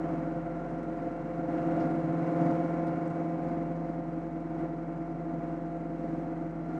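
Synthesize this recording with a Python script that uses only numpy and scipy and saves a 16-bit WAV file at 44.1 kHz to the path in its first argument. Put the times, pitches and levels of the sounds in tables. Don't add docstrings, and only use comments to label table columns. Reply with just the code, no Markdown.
import sys
import numpy as np
from scipy import signal
from scipy.fft import rfft, irfft
from scipy.io import wavfile

SR = 44100
rng = np.random.default_rng(int(sys.argv[2]) if len(sys.argv) > 2 else 0)


def master(y):
    cut = np.clip(np.atleast_2d(y).T, -1, 1)
    pcm = np.round(cut * 32767)
    wavfile.write(sys.argv[1], SR, pcm.astype(np.int16))


N = 299439
TIME = np.arange(N) / SR
FREQ = np.fft.rfftfreq(N, 1 / SR)

# (order, base level [dB])
ENGINE_TONES = [(4, -56.5), (7, -48.5), (10, -53.5), (11, -49), (12, -43.5), (13, -41.5), (14, -44.5),
                (15, -33), (16, -49.5), (17, -55.5), (21, -62.5), (22, -60.5), (27, -57.5), (29, -64),
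                (31, -58), (32, -43), (33, -67.5), (37, -65.5), (38, -58), (42, -61.5), (46, -65.5),
                (55, -70), (56, -63), (59, -66), (224, -94)]
# (order, base level [dB])
GEAR_TONES = [(23, -58.5), (24, -40.5), (25, -49.5)]
# (order, level against the strongest [dB])
HIGH_GEAR_TONES = [(48, 0), (49, -8), (104, -13)]
# (frequency [Hz], base level [dB per Hz])
ROAR_COLOUR = [(15, -96), (40, -88), (70, -87.5), (112, -81), (142, -63), (200, -68), (335, -61),
               (395, -73.5), (710, -73.5), (790, -80.5), (1050, -82.2), (1400, -87), (2200, -91.2),
               (2900, -104.7), (5000, -125), (12000, -150)]
WHISTLE_ORDER = 64


def undb(db):
    return 10 ** (np.asarray(db) / 20)


def wander(rate_hz):
    wobble = irfft(rfft(rng.standard_normal(N)) / (1 + (FREQ / rate_hz) ** 4), N)
    return wobble / wobble.std()


def curve(table):
    return np.interp(TIME, *np.transpose(table))


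def lows(sound, top_hz):
    return irfft(rfft(sound) / (1 + (FREQ / top_hz) ** 8), N)


def hold(end_s, release_s):
    return np.clip(1 - (TIME - end_s) / release_s, 0, 1)


def step_up(start_s=1.468, attack_s=0.023):
    return np.clip((TIME - start_s) / attack_s, 0, 1) * hold(end_s=3.52, release_s=0.75)


def follow_db(swell_db, rest_db, share, steer_db):
    return rest_db + share * swell_db + steer_db * hold(end_s=2.9, release_s=0.47)


def bites():
    # (peak time [s], half-length [s], swell [dB], rattle change [dB], hiss change [dB])
    heaps = [(0.114, 0.17, 3, -1.5, 0.5), (1.557, 0.097, 2.1, 0, 0.5), (1.818, 0.13, 4, 10, -0.8),
             (2.44, 0.19, 4, 1, 1.5), (3.494, 0.11, 2, -6, 1), (4.608, 0.072, 4, 4, -0.5),
             (5.47, 0.1, 3, -4.5, 0), (6.179, 0.16, 2.5, -3, 0.5), (6.763, 0.092, 2.5, 16.5, 3.5)]
    bumps = np.array([np.exp(-((TIME - s) / length) ** 2) for s, length, *_ in heaps])
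    return np.array(heaps)[:, 2:].T @ bumps


def through_body(sound, colour):
    # (frequency [Hz], width [Hz], lift [dB])
    resonances = [(447, 16, 4.5), (507, 21, 6), (638, 37, -6), (710, 86, 4), (720, 39, 3), (870, 44, 5.5),
                  (1043, 7.2, -5.5), (1320, 94, 1.5), (1503, 110, 4.5), (2010, 38, 4), (2420, 58, -6.5),
                  (2756, 6.2, 13), (4110, 190, 5.5), (4790, 56, 6.5), (5300, 200, -1), (5480, 180, 4),
                  (6060, 120, 3), (6740, 120, 3.5), (8780, 77, 4)]
    hz, db = np.transpose(colour)
    gain_db = np.interp(np.log(FREQ + 1), np.log(hz), db)
    for centre, width, lift in resonances:
        gain_db = gain_db + lift / (1 + (2 * (FREQ - centre) / width) ** 2)
    return irfft(rfft(sound / sound.std()) * undb(gain_db), N) * np.sqrt(SR / 2)


def shaft_tones(turns, tones, level_db):
    return sum(undb(db + level_db + wander(1.9)) * np.cos(2 * np.pi * (order * turns + rng.random()))
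               for order, db in tones)


def steering_pump(cycle, swell_db):
    # (order, base level [dB])
    tones = [(62.17, -65), (63.086, -63), (65, -65), (65.82, -60), (69, -65)]
    return shaft_tones(cycle, tones, follow_db(swell_db, rest_db=-11, share=0.42, steer_db=10.4))


def whistle(cycle):
    # (time [s], level [dB])
    levels = [(0, -58), (1.2, -59), (1.7, -62), (2.1, -65.5), (3.05, -55.5), (3.5, -65), (4.3, -61.5),
              (6.6, -61), (6.76, -61)]
    return undb(curve(levels)) * np.cos(2 * np.pi * WHISTLE_ORDER * cycle)


def loose_panel(cycle, swell_db, rattle_db, ring_hz=1390, width_hz=65):
    jolts = rng.standard_normal(N) * (1 + 0.093 * np.cos(2 * np.pi * cycle)) ** 2
    ring = irfft(rfft(jolts) / (1 + (2 * (FREQ - ring_hz) / width_hz) ** 4), N)
    buzz_db = follow_db(swell_db, rest_db=-70, share=0.1, steer_db=7.2)
    return ring / ring.std() * undb(buzz_db + rattle_db)


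def transmission(cycle, swell_db):
    # (order, base level [dB])
    tones = [(26.248, -65), (31.088, -55), (31.542, -63), (32.459, -59), (32.91, -59), (33.824, -60),
             (52.495, -68)]
    return shaft_tones(cycle, tones, follow_db(swell_db, rest_db=-5.5, share=0.82, steer_db=6.2))


def fan(cycle, swell_db, turns_per_cycle=2.4345):
    # (multiple of the fan's turn rate, base level [dB])
    tones = [(4, -60), (5, -59), (8, -61), (9, -56), (10, -52), (11, -63), (12, -58), (14, -53.5)]
    level_db = follow_db(swell_db, rest_db=-2.7, share=0.76, steer_db=1.2)
    return shaft_tones(turns_per_cycle * cycle, tones, level_db)


def gears(cycle):
    # (time [s], level change [dB])
    whine = [(0, -2), (1.2, -0.5), (1.7, 4.8), (2.05, 0), (2.25, 3.5), (2.47, 6.5), (2.75, 3), (3.1, 0),
             (3.6, 0), (4.25, -6.5), (5.3, -8), (6.05, -3), (6.79, -12)]
    # (time [s], level [dB])
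    high_whine = [(0, -55.5), (.6, -61), (1.3, -60), (1.9, -57), (2.25, -51), (2.6, -49.5), (3.3, -53),
                  (3.9, -60), (5.3, -60.5), (6.79, -70)]
    groups = (GEAR_TONES, curve(whine)), (HIGH_GEAR_TONES, curve(high_whine))
    return sum(undb(db + level_db) * np.cos(2 * np.pi * order * cycle)
               for tones, level_db in groups for order, db in tones)


def clatter(cycle, roar_db, size=2048):
    orders = np.exp(2j * np.pi * rng.random(size // 2 + 1))
    taken = [order for order, _ in ENGINE_TONES + GEAR_TONES + HIGH_GEAR_TONES] + [WHISTLE_ORDER]
    orders[:18] = 0
    orders[taken] = 0
    pattern = irfft(orders, size)
    knocks = np.interp(cycle % 1, np.arange(size) / size, pattern, period=1)
    return through_body(knocks, ROAR_COLOUR) * undb(-6 + 0.93 * roar_db)


def twigs():
    # (time [s], base level [dB], decay [s], bottom of the band [Hz], top of the band [Hz])
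    snaps = [(.831, -63, .004, 3300, 9000), (.988, -50, .018, 1500, 2400), (1.80, -57, .035, 2500, 6000),
             (2.870, -57, .005, 3000, 10000), (2.880, -57.5, .006, 3200, 5500),
             (3.077, -63, .004, 5500, 8500), (3.101, -62, .005, 4500, 8500), (3.51, -65, .008, 3300, 7000),
             (3.76, -66, .02, 3300, 6500), (5.338, -67, .006, 3300, 8000), (5.81, -56, .04, 1400, 2200)]
    out = 0
    for s, db, decay_s, low_hz, high_hz in snaps:
        burst = undb(db) * (TIME >= s) * np.exp(-np.abs(TIME - s) / decay_s)
        band = signal.butter(3, [low_hz, high_hz], "band", fs=SR, output="sos")
        band_gain = np.sqrt(SR / 2 / (high_hz - low_hz)) / 2
        out = out + signal.sosfilt(band, burst * rng.standard_normal(N)) * band_gain
    return out


def canes(decay_s=0.01, top_hz=620):
    # (time [s], peak against the roar's base level [dB])
    hits = [(1.483, 7.5), (1.714, 7), (1.76, 8.5), (1.814, 9), (1.851, 6.5), (2.46, 6.5), (2.555, 3.5),
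            (3.46, 4), (4.635, 6), (5.337, 7.5), (5.383, 3), (6.042, 4.5), (6.13, 6)]
    bursts = sum(undb(db) * (TIME >= s) * np.exp(-np.abs(TIME - s) / decay_s) for s, db in hits)
    jolts = rng.standard_normal(N) * bursts
    return lows(through_body(jolts, ROAR_COLOUR), top_hz) * jolts.std()


def shredding(cycle, turns, roar_db, hiss_db):
    # (frequency [Hz], base level [dB per Hz])
    hiss_colour = [(1000, -130), (3000, -111), (4500, -113), (6300, -113), (8500, -118), (10000, -125),
                   (12500, -131)]
    feed_db = -0.5 + hiss_db + 0.5 * wander(5.5)
    grains = rng.standard_normal(N) * undb(1.5 * np.minimum(rng.exponential(size=N), 6))
    shaking = 1 + 0.12 * np.cos(2 * np.pi * cycle) + 0.06 * np.cos(2 * np.pi * turns)
    return through_body(grains * shaking, hiss_colour) * undb(0.8 * roar_db + feed_db)


def rotor(turns, flail_rows=4):
    # (time [s], base level [dB])
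    hum_levels = [(0.0, -34), (1.05, -42), (1.8, -32.5), (2.5, -29.5), (3.0, -34), (3.6, -33.5),
                  (4.3, -37.5), (6.79, -36.5)]
    octave_levels = [(0, -53.5), (1.7, -54.5), (2.2, -42), (2.7, -53.5), (3.35, -57.5), (4.1, -49),
                     (4.9, -45), (6.2, -43.5), (6.79, -56)]
    shake_levels = [(0.0, -52.5), (0.36, -51), (2.08, -56), (2.27, -64), (2.78, -55), (3.19, -68),
                    (3.48, -53.5), (6.73, -53), (6.79, -60)]
    hum = undb(curve(hum_levels) - 1.3) * np.cos(2 * np.pi * flail_rows * turns)
    octave = undb(curve(octave_levels)) * np.cos(4 * np.pi * flail_rows * turns)
    shake_db = curve(shake_levels)
    shake = undb(shake_db - shake_db.mean() - 52) * np.sin(2 * np.pi * turns)
    return (octave - hum) * (1 + 0.043 * wander(17)) + shake


def roar(cycle, roar_db, cylinders=4):
    pulses = 1 + 0.07 * np.cos(2 * np.pi * cylinders * cycle)
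    noise = through_body(rng.standard_normal(N) * pulses, ROAR_COLOUR)
    bass = lows(noise, top_hz=420)
    chug = np.cos(2 * np.pi * cycle) * (0.2 * bass + 0.1 * (noise - bass))
    return (noise + chug) * undb(0.92 * roar_db - 1.5)


def engine(cycle, swell_db, silencer_order=15, surge_order=7):
    boom_db = follow_db(swell_db, rest_db=-4.5, share=0.97, steer_db=0.39)
    drone_db = follow_db(swell_db, rest_db=-1, share=1.13, steer_db=0.36)
    surge_db = 9 * np.exp(-((TIME - 2.02) / 0.25) ** 2)
    silencer_lag = 0.65 + 0.65 * step_up()
    out = 0
    for order, db in ENGINE_TONES:
        change_db = boom_db + surge_db * (order == surge_order) if order < 20 else drone_db
        lag = silencer_lag if order == silencer_order else ((order - silencer_order) / 3) ** 4
        gain = undb(db + change_db + 0.9 * wander(0.77))
        out = out + gain * np.cos(2 * np.pi * order * cycle - lag)
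    return out * (1 + 0.11 * wander(16))


def scene(in_step_s=5.485, rotor_turns_per_cycle=1.9378, throb_hz=2.8):
    # (time [s], engine speed [cycles per second])
    speed = [(0, 21.377), (.4, 21.438), (1.4, 21.552), (1.9, 21.541), (2.4, 21.581), (2.9, 21.571),
             (3.4, 21.593), (4, 21.493), (4.7, 21.444), (5.4, 21.456), (6.1, 21.441), (6.79, 21.378)]
    cycle = np.cumsum(curve(speed) * (1 + 0.0003 * wander(6.4))) / SR
    cycle -= np.interp(in_step_s, TIME, cycle)
    turns = rotor_turns_per_cycle * cycle
    bite_db, rattle_db, hiss_db = bites()
    throb_db = 0.36 * np.cos(2 * np.pi * throb_hz * (TIME - 4.62))
    swell_db = 3.5 * step_up() + bite_db + throb_db
    roar_db = follow_db(swell_db, rest_db=-3, share=0.83, steer_db=3.2)
    exhaust = engine(cycle, swell_db) + roar(cycle, roar_db)
    shafts = gears(cycle) + fan(cycle, swell_db) + transmission(cycle, swell_db)
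    whistles = whistle(cycle) + steering_pump(cycle, swell_db)
    rattles = clatter(cycle, roar_db) + loose_panel(cycle, swell_db, rattle_db)
    mulcher = rotor(turns) + shredding(cycle, turns, roar_db, hiss_db) + twigs() + canes()
    return (exhaust + shafts + whistles + rattles + mulcher)[None]


def record(dry, top_hz=12800, fade_s=0.004):
    treble_cut = signal.ellip(8, 0.2, 70, top_hz, fs=SR, output="sos")
    fade = np.clip((TIME[-1] - TIME) / fade_s, 0, 1)
    return signal.sosfilt(treble_cut, dry) * fade


dry = scene()
out = record(dry)
master(out)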